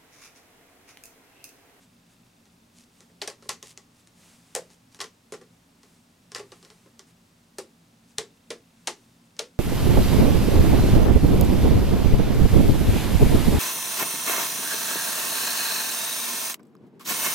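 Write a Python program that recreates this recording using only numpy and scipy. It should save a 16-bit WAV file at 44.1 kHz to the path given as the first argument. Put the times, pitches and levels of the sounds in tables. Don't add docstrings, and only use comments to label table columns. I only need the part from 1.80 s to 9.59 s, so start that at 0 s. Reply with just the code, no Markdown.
import sys
import numpy as np
from scipy import signal
from scipy.fft import rfft, irfft, next_fast_len
from scipy.io import wavfile
from scipy.ndimage import uniform_filter1d

SR = 44100
rng = np.random.default_rng(int(sys.argv[2]) if len(sys.argv) > 2 else 0)


def wrap_up_sound(samples):
    columns = np.atleast_2d(samples).T
    tamed = np.clip(columns, -1, 1)
    steps = np.round(tamed * 32767).astype(np.int16)
    wavfile.write(sys.argv[1], SR, steps)


N = 343539
RING = SR // 2
T = np.arange(RING) / SR

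# (frequency [Hz], width [Hz], relative level [dB])
HUM_MODES = [(88.5, 11, -11.5), (101, 10, -9.5), (120.2, 3.2, -4), (171.8, 14.6, 0.5), (231.4, 15.6, 0.5),
             (270, 8.5, -5.5)]
# (frequency [Hz], relative level [dB])
HISS_SPECTRUM = [(25, 2.5), (55, 10), (150, -5), (300, 9.5), (450, 5), (900, 2.5), (1600, -1.5),
                 (2800, -2.5), (5000, -3), (8500, -5.5), (12000, -10.5), (16000, -13.5)]
# (frequency [Hz], side minus middle [dB])
HISS_WIDTH = [(100, -38), (400, -4.5), (1000, 0), (4000, -5.5), (8000, -11.5), (12000, -42)]
# (start [s], length [s], level [dB])
CLOTH_STROKES = [(0, 0.055, -62.5), (.29, 0.063, -65), (1.13, 0.13, -64.5), (2.14, 0.091, -66),
                 (2.36, 0.22, -58), (2.56, 0.35, -63), (4.02, .2, -66), (4.6, 0.51, -64.5),
                 (5.26, 0.065, -64.5), (6.92, 0.45, -67.5)]
# (frequency [Hz], relative level [dB])
CLOTH_SPECTRUM = [(200, 2), (900, 0), (1700, -1), (2500, 0), (4000, -2), (8500, 0), (11000, -6.5),
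                  (16000, -18)]
# (time [s], peak level [dB])
TICK_LEVELS = [(.6, -58), (1.3, -64), (6, -63.5), (6.5, -57), (7.8, -61.5)]
# (time [s], strength [dB], softness [0-1])
LIGHT_TOUCHES = [(0.6557, -40.5, 0.18), (1.206, -31.5, 0.14), (1.299, -47, 1), (1.501, -26, 0),
                 (1.6245, -30, .45), (1.656, -38, 1), (1.9758, -25.5, 0.01), (2.2734, -37.5, 0),
                 (2.903, -35, .3), (3.1469, -31.5, 0.04), (3.1907, -25, 0.43), (3.2421, -20, .2),
                 (3.5372, -19.5, 0.63), (3.6128, -31, .8), (4.0324, -32.5, 0.26), (4.5191, -23, .15),
                 (4.583, -21.5, 0.32), (4.5953, -19.5, 0.75), (4.7196, -23, 0.38), (4.8279, -30.5, 0.28),
                 (4.8494, -30, 0.16), (4.9024, -28.5, 0.27), (5.0605, -38, 0.88), (5.1938, -25.5, 0.09),
                 (7.5669, -36, .1)]
# (frequency [Hz], relative level [dB])
SLEEVE_SPECTRUM = [(60, -24), (300, -13), (1100, -13), (1650, 2), (2100, -0.5), (2800, 2), (4500, -1.5),
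                   (7500, -2), (10000, -6), (12500, -15), (16000, -24)]
# (frequency [Hz], width [Hz], lift [dB])
HANDLE_MODES = [(1705, 99, 6), (2043, 60, 5), (2270, 100, 2), (3460, 580, -1), (5660, 620, 2),
                (7600, 100, 0), (9500, 420, 2.5)]
# (frequency [Hz], relative level [dB])
SNAP_SPECTRUM = [(60, 7.5), (400, -8), (1500, -2), (5000, -1), (9500, -1.5), (12500, -9), (16000, -15)]
# (frequency [Hz], relative level [dB], t60 [s])
SHELL_MODES = [(660, 6, 0.06), (721, -2.5, 0.093), (836, 0.5, 0.069), (936, -4, 0.036), (1064, -6.5, 0.069),
               (1159, -4.5, 0.05), (1354, -1.5, 0.031), (1720, 0, 0.032), (1956, 7, 0.023)]
# (multiple of the hollow pitch [ratio], relative level [dB], t60 [s])
BODY_MODES = [(.84, -6.5, .06), (.96, -1, 0.089), (1.08, -5, 0.059), (1.24, -6.5, 0.083)]
# (frequency [Hz], t60 [s])
ROOM_DECAY = [(200, 0.39), (450, 0.15), (1000, 0.16), (4500, 0.18), (12000, .15)]
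# (start [s], length [s], level [dB])
SLIDE_STROKES = [(.95, 0.094, -57.5), (1.62, 0.072, -61), (1.846, 0.084, -50.5), (2.895, 0.063, -58.5),
                 (3.116, 0.068, -60.5), (6.28, 0.053, -64)]
# (frequency [Hz], relative level [dB])
SKIN_SPECTRUM = [(300, -6), (1500, -7.5), (3000, -1.5), (7000, 1), (10000, -3.5), (15000, -22)]
# (time [s], strength [dB], snap over strength [dB], hollow over strength [dB],
# snap centre [Hz], knock centre [Hz], hollow pitch [Hz], rebound delay [s], 0 if held at once)
CLUB_CATCHES = [(1.4174, -10, 2.5, -6, 4200, 760, 415, .0035),
                (1.4758, -13.5, 6, -1.5, 6400, 940, 463, .003),
                (1.6924, -6.5, 3.5, -12, 6700, 1050, 443, 0.000092),
                (1.828, -21.5, 6, -0.5, 6400, 1114, 450, 0), (2.7515, -8, 6, -0.5, 7950, 800, 500, .0098),
                (3.204, -12.5, 0, -11, 4550, 1110, 440, 0.00092),
                (3.2134, -13, 2.5, -5, 5360, 1100, 432, 0.0026),
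                (3.5227, -16, -6.5, 8.5, 7200, 1000, 440, 0), (4.549, -11, 4, -8, 5200, 1200, 453, .0097),
                (5.785, -15, 3, 5.5, 8400, 920, 422, 0.00039), (6.384, -8.5, 10.5, 4, 4350, 1000, 447, 0),
                (6.705, -13, 1, 4, 4200, 1120, 478, 0.0021), (7.0734, -5, 3.5, -5.5, 6000, 950, 413, .0039),
                (7.5927, -11.5, 9, 0.5, 5350, 970, 463, 0.0017)]


def amp(db):
    return 10 ** (np.asarray(db) / 20)


def unit(x):
    return x / np.sqrt(np.mean(x ** 2) + 1e-20)


def along(points, hz):
    f, v = np.transpose(points)
    return np.interp(np.log(hz + 1), np.log(f + 1), v)


def filtered(x, response):
    n = x.shape[-1]
    m = next_fast_len(n + 8192)
    return irfft(rfft(x, m) * response(np.fft.rfftfreq(m, 1 / SR)), m)[..., :n]


def pulse(colour, size=1024):
    cepstrum = irfft(np.log(amp(colour(np.fft.rfftfreq(size, 1 / SR)))))
    cepstrum[1:size // 2] *= 2
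    cepstrum[size // 2 + 1:] = 0
    return irfft(np.exp(rfft(cepstrum)))


def stereo(pair, side_db):
    return pair[0] + amp(side_db) * np.array([pair[1], -pair[1]])


def stereo_noise(colour, side_db):
    return unit(stereo(filtered(rng.standard_normal((2, N)), colour), side_db))


def add(track, s, sound):
    start = round(s * SR)
    track[:, start:start + RING] += sound


def ring(modes, pitch, attack_s, scatter_db):
    hz, db, t60 = np.transpose(modes)[:, :, None]
    size, detune = rng.standard_normal((2, len(modes), 1))
    sign = rng.choice([-1, 1], (len(modes), 1))
    waves = sign * np.sin(2 * np.pi * pitch * hz * (1 + 0.019 * detune) * T)
    decays = amp(db + scatter_db * size - 60 * T / t60)
    return np.sum(decays * waves, 0) * (1 - np.exp(-T / attack_s))


def ventilation():
    def resonance(hz):
        return np.sqrt(sum(amp(2 * db) / width / (1 + ((hz - centre) / width) ** 2) ** 2
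                           for centre, width, db in HUM_MODES))
    return amp(-61) * stereo_noise(resonance, side_db=-24)


def hiss():
    mid, side = filtered(rng.standard_normal((2, N)), lambda hz: amp(along(HISS_SPECTRUM, hz)))
    side = filtered(side, lambda hz: amp(along(HISS_WIDTH, hz)))
    return amp(-63) * unit(np.array([mid + side, mid - side]))


def rubbing(strokes, spectrum, grain_db):
    t = np.arange(N) / SR
    swell = sum(amp(db) * np.exp(-np.abs(2 * (t - s) / length - 1) ** 3) for s, length, db in strokes)
    slips = amp(grain_db * unit(uniform_filter1d(rng.standard_normal(N), size=120)))
    friction = stereo_noise(lambda hz: amp(along(spectrum, hz)), side_db=-17)
    return swell * unit(slips * friction)


def clothes(stir_s=0.031, stir_db=-71):
    stirs = [(s, stir_s, stir_db) for s in rng.uniform(0, N / SR, size=10)]
    return rubbing(CLOTH_STROKES + stirs, CLOTH_SPECTRUM, grain_db=0)


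def frame_ticks(frame_hz=29.97):
    track = np.zeros((2, N + RING))
    tick = ring([(2730, 0, 0.02), (3440, 0, 0.017)], pitch=1, attack_s=0.0005, scatter_db=0)
    tick /= np.abs(tick).max()
    for frame in range(1, int(N / SR * frame_hz)):
        s = frame / frame_hz
        peak_db = np.interp(s, *np.transpose(TICK_LEVELS)) - 3.3 * (frame % 2 == 0)
        add(track, s - 0.001, amp(peak_db) * tick)
    return track[:, :N]


def hardness(hz, centre_hz, below_db, above_db):
    octaves = np.log2((hz + 1) / centre_hz)
    return below_db * np.clip(octaves, -2, 0) - above_db * np.maximum(octaves, 0)


def rattle(centre_hz, swell, spiky):
    def colour(hz):
        lift = sum(db / (1 + ((hz - centre) / width) ** 2) for centre, width, db in HANDLE_MODES)
        return along(SLEEVE_SPECTRUM, hz) + lift + hardness(hz, centre_hz, below_db=2, above_db=3)
    ticks = swell * rng.standard_normal(RING)
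    ticks *= np.exp(spiky * np.clip(rng.standard_normal(RING), -2, 2))
    return signal.fftconvolve(ticks, pulse(colour))[:RING]


def snap(centre_hz):
    crack = pulse(lambda hz: along(SNAP_SPECTRUM, hz) + hardness(hz, centre_hz, below_db=7, above_db=13.5))
    flutter = rng.standard_normal(len(crack)) * np.exp(-T[:len(crack)] / 0.00064)
    flutter[0] = 0
    blow = flutter / np.linalg.norm(flutter)
    blow[0] = 1
    return np.convolve(crack, blow)


def knock(centre_hz):
    modes = [(hz, db + hardness(hz, centre_hz, below_db=23.5, above_db=11), t60)
             for hz, db, t60 in SHELL_MODES]
    return ring(modes, pitch=1, attack_s=0.00042, scatter_db=2.5)


def hollow(pitch_hz):
    return ring(BODY_MODES, pitch_hz, attack_s=0.00091, scatter_db=2)


def in_room(x, wet_db, side_db, blur_hz):
    hz, t, noise = signal.stft(rng.standard_normal((2, RING)), SR, nperseg=256)
    decay = amp(-60 * t / along(ROOM_DECAY, hz)[:, None])
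    tail = signal.istft(noise * decay, SR, nperseg=256)[1][:, :RING]
    tail = stereo(tail * (1 - np.exp(-(T / 0.0028) ** 2)), side_db)
    direct = unit(np.pad(x, (0, RING - len(x))))
    blur_bins = max(1, round(blur_hz * RING / SR))
    power = np.abs(uniform_filter1d(np.abs(rfft(direct)) ** 2, size=blur_bins))
    feed = pulse(lambda hz: np.interp(hz, np.fft.rfftfreq(RING, 1 / SR), 10 * np.log10(power + 1e-6)))
    echo = signal.fftconvolve(feed[None], tail, axes=1)[:, :RING]
    return unit(direct + amp(wet_db) * unit(echo)) / np.sqrt(RING)


def contact(track, s, strength_db, softness, snap_db, hollow_db, snap_hz, knock_hz, hollow_hz):
    lead_s, pan_db = 0.006, 0.7
    grip = np.exp(np.minimum(T - lead_s, 0) / 0.0012) * (T < lead_s)
    bright_hz = snap_hz / 2 ** (0.35 * softness)
    brush = in_room(rattle(bright_hz, grip, spiky=0.59), wet_db=-12.5, side_db=-12, blur_hz=800)
    crack = in_room(snap(bright_hz), wet_db=-8.5, side_db=-11, blur_hz=1500)
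    settling = np.exp(-T / 0.0046)
    chatter = in_room(rattle(bright_hz, settling, spiky=0.95), wet_db=0.5, side_db=-8, blur_hz=710)
    shell = in_room(knock(knock_hz), wet_db=0, side_db=-11.5, blur_hz=80)
    body = in_room(hollow(hollow_hz), wet_db=-0.5, side_db=-20.5, blur_hz=70)
    pan = amp([[pan_db / 2], [-pan_db / 2]])
    snap_gain = pan * amp(strength_db + snap_db - 30 * softness)
    add(track, s - lead_s, snap_gain * amp(-13) * brush)
    add(track, s, snap_gain * crack)
    add(track, s, pan * amp(strength_db + 0.95) * chatter)
    add(track, s, amp(strength_db - 2.5 + 6.5 * softness) * shell)
    add(track, s, amp(strength_db + hollow_db + 17.5 * softness) * body)


def touches():
    track = np.zeros((2, N + RING))
    for s, strength_db, softness in LIGHT_TOUCHES:
        contact(track, s, strength_db, softness,
                snap_db=7.5, hollow_db=-3.5, snap_hz=5600, knock_hz=1080, hollow_hz=425)
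    return track[:, :N]


def slides():
    return rubbing(SLIDE_STROKES, SKIN_SPECTRUM, grain_db=3.5)


def catches(rebound_db=-0.5, cushion_per_s=37):
    track = np.zeros((2, N + RING))
    for s, strength_db, *voice, rebound_s in CLUB_CATCHES:
        contact(track, s, strength_db, 0, *voice)
        if rebound_s > 0:
            contact(track, s + rebound_s, strength_db + rebound_db, cushion_per_s * rebound_s, *voice)
    return track[:, :N]


def scene():
    low_cut = signal.butter(2, 110, "high", fs=SR, output="sos")
    clubs = signal.sosfilt(low_cut, touches() + catches())
    return ventilation() + hiss() + clothes() + frame_ticks() + clubs + slides()


def record(dry, top_hz=15950):
    return filtered(dry, lambda hz: 1 / np.sqrt(1 + (hz / top_hz) ** 200))


dry = scene()
out = record(dry)
wrap_up_sound(out)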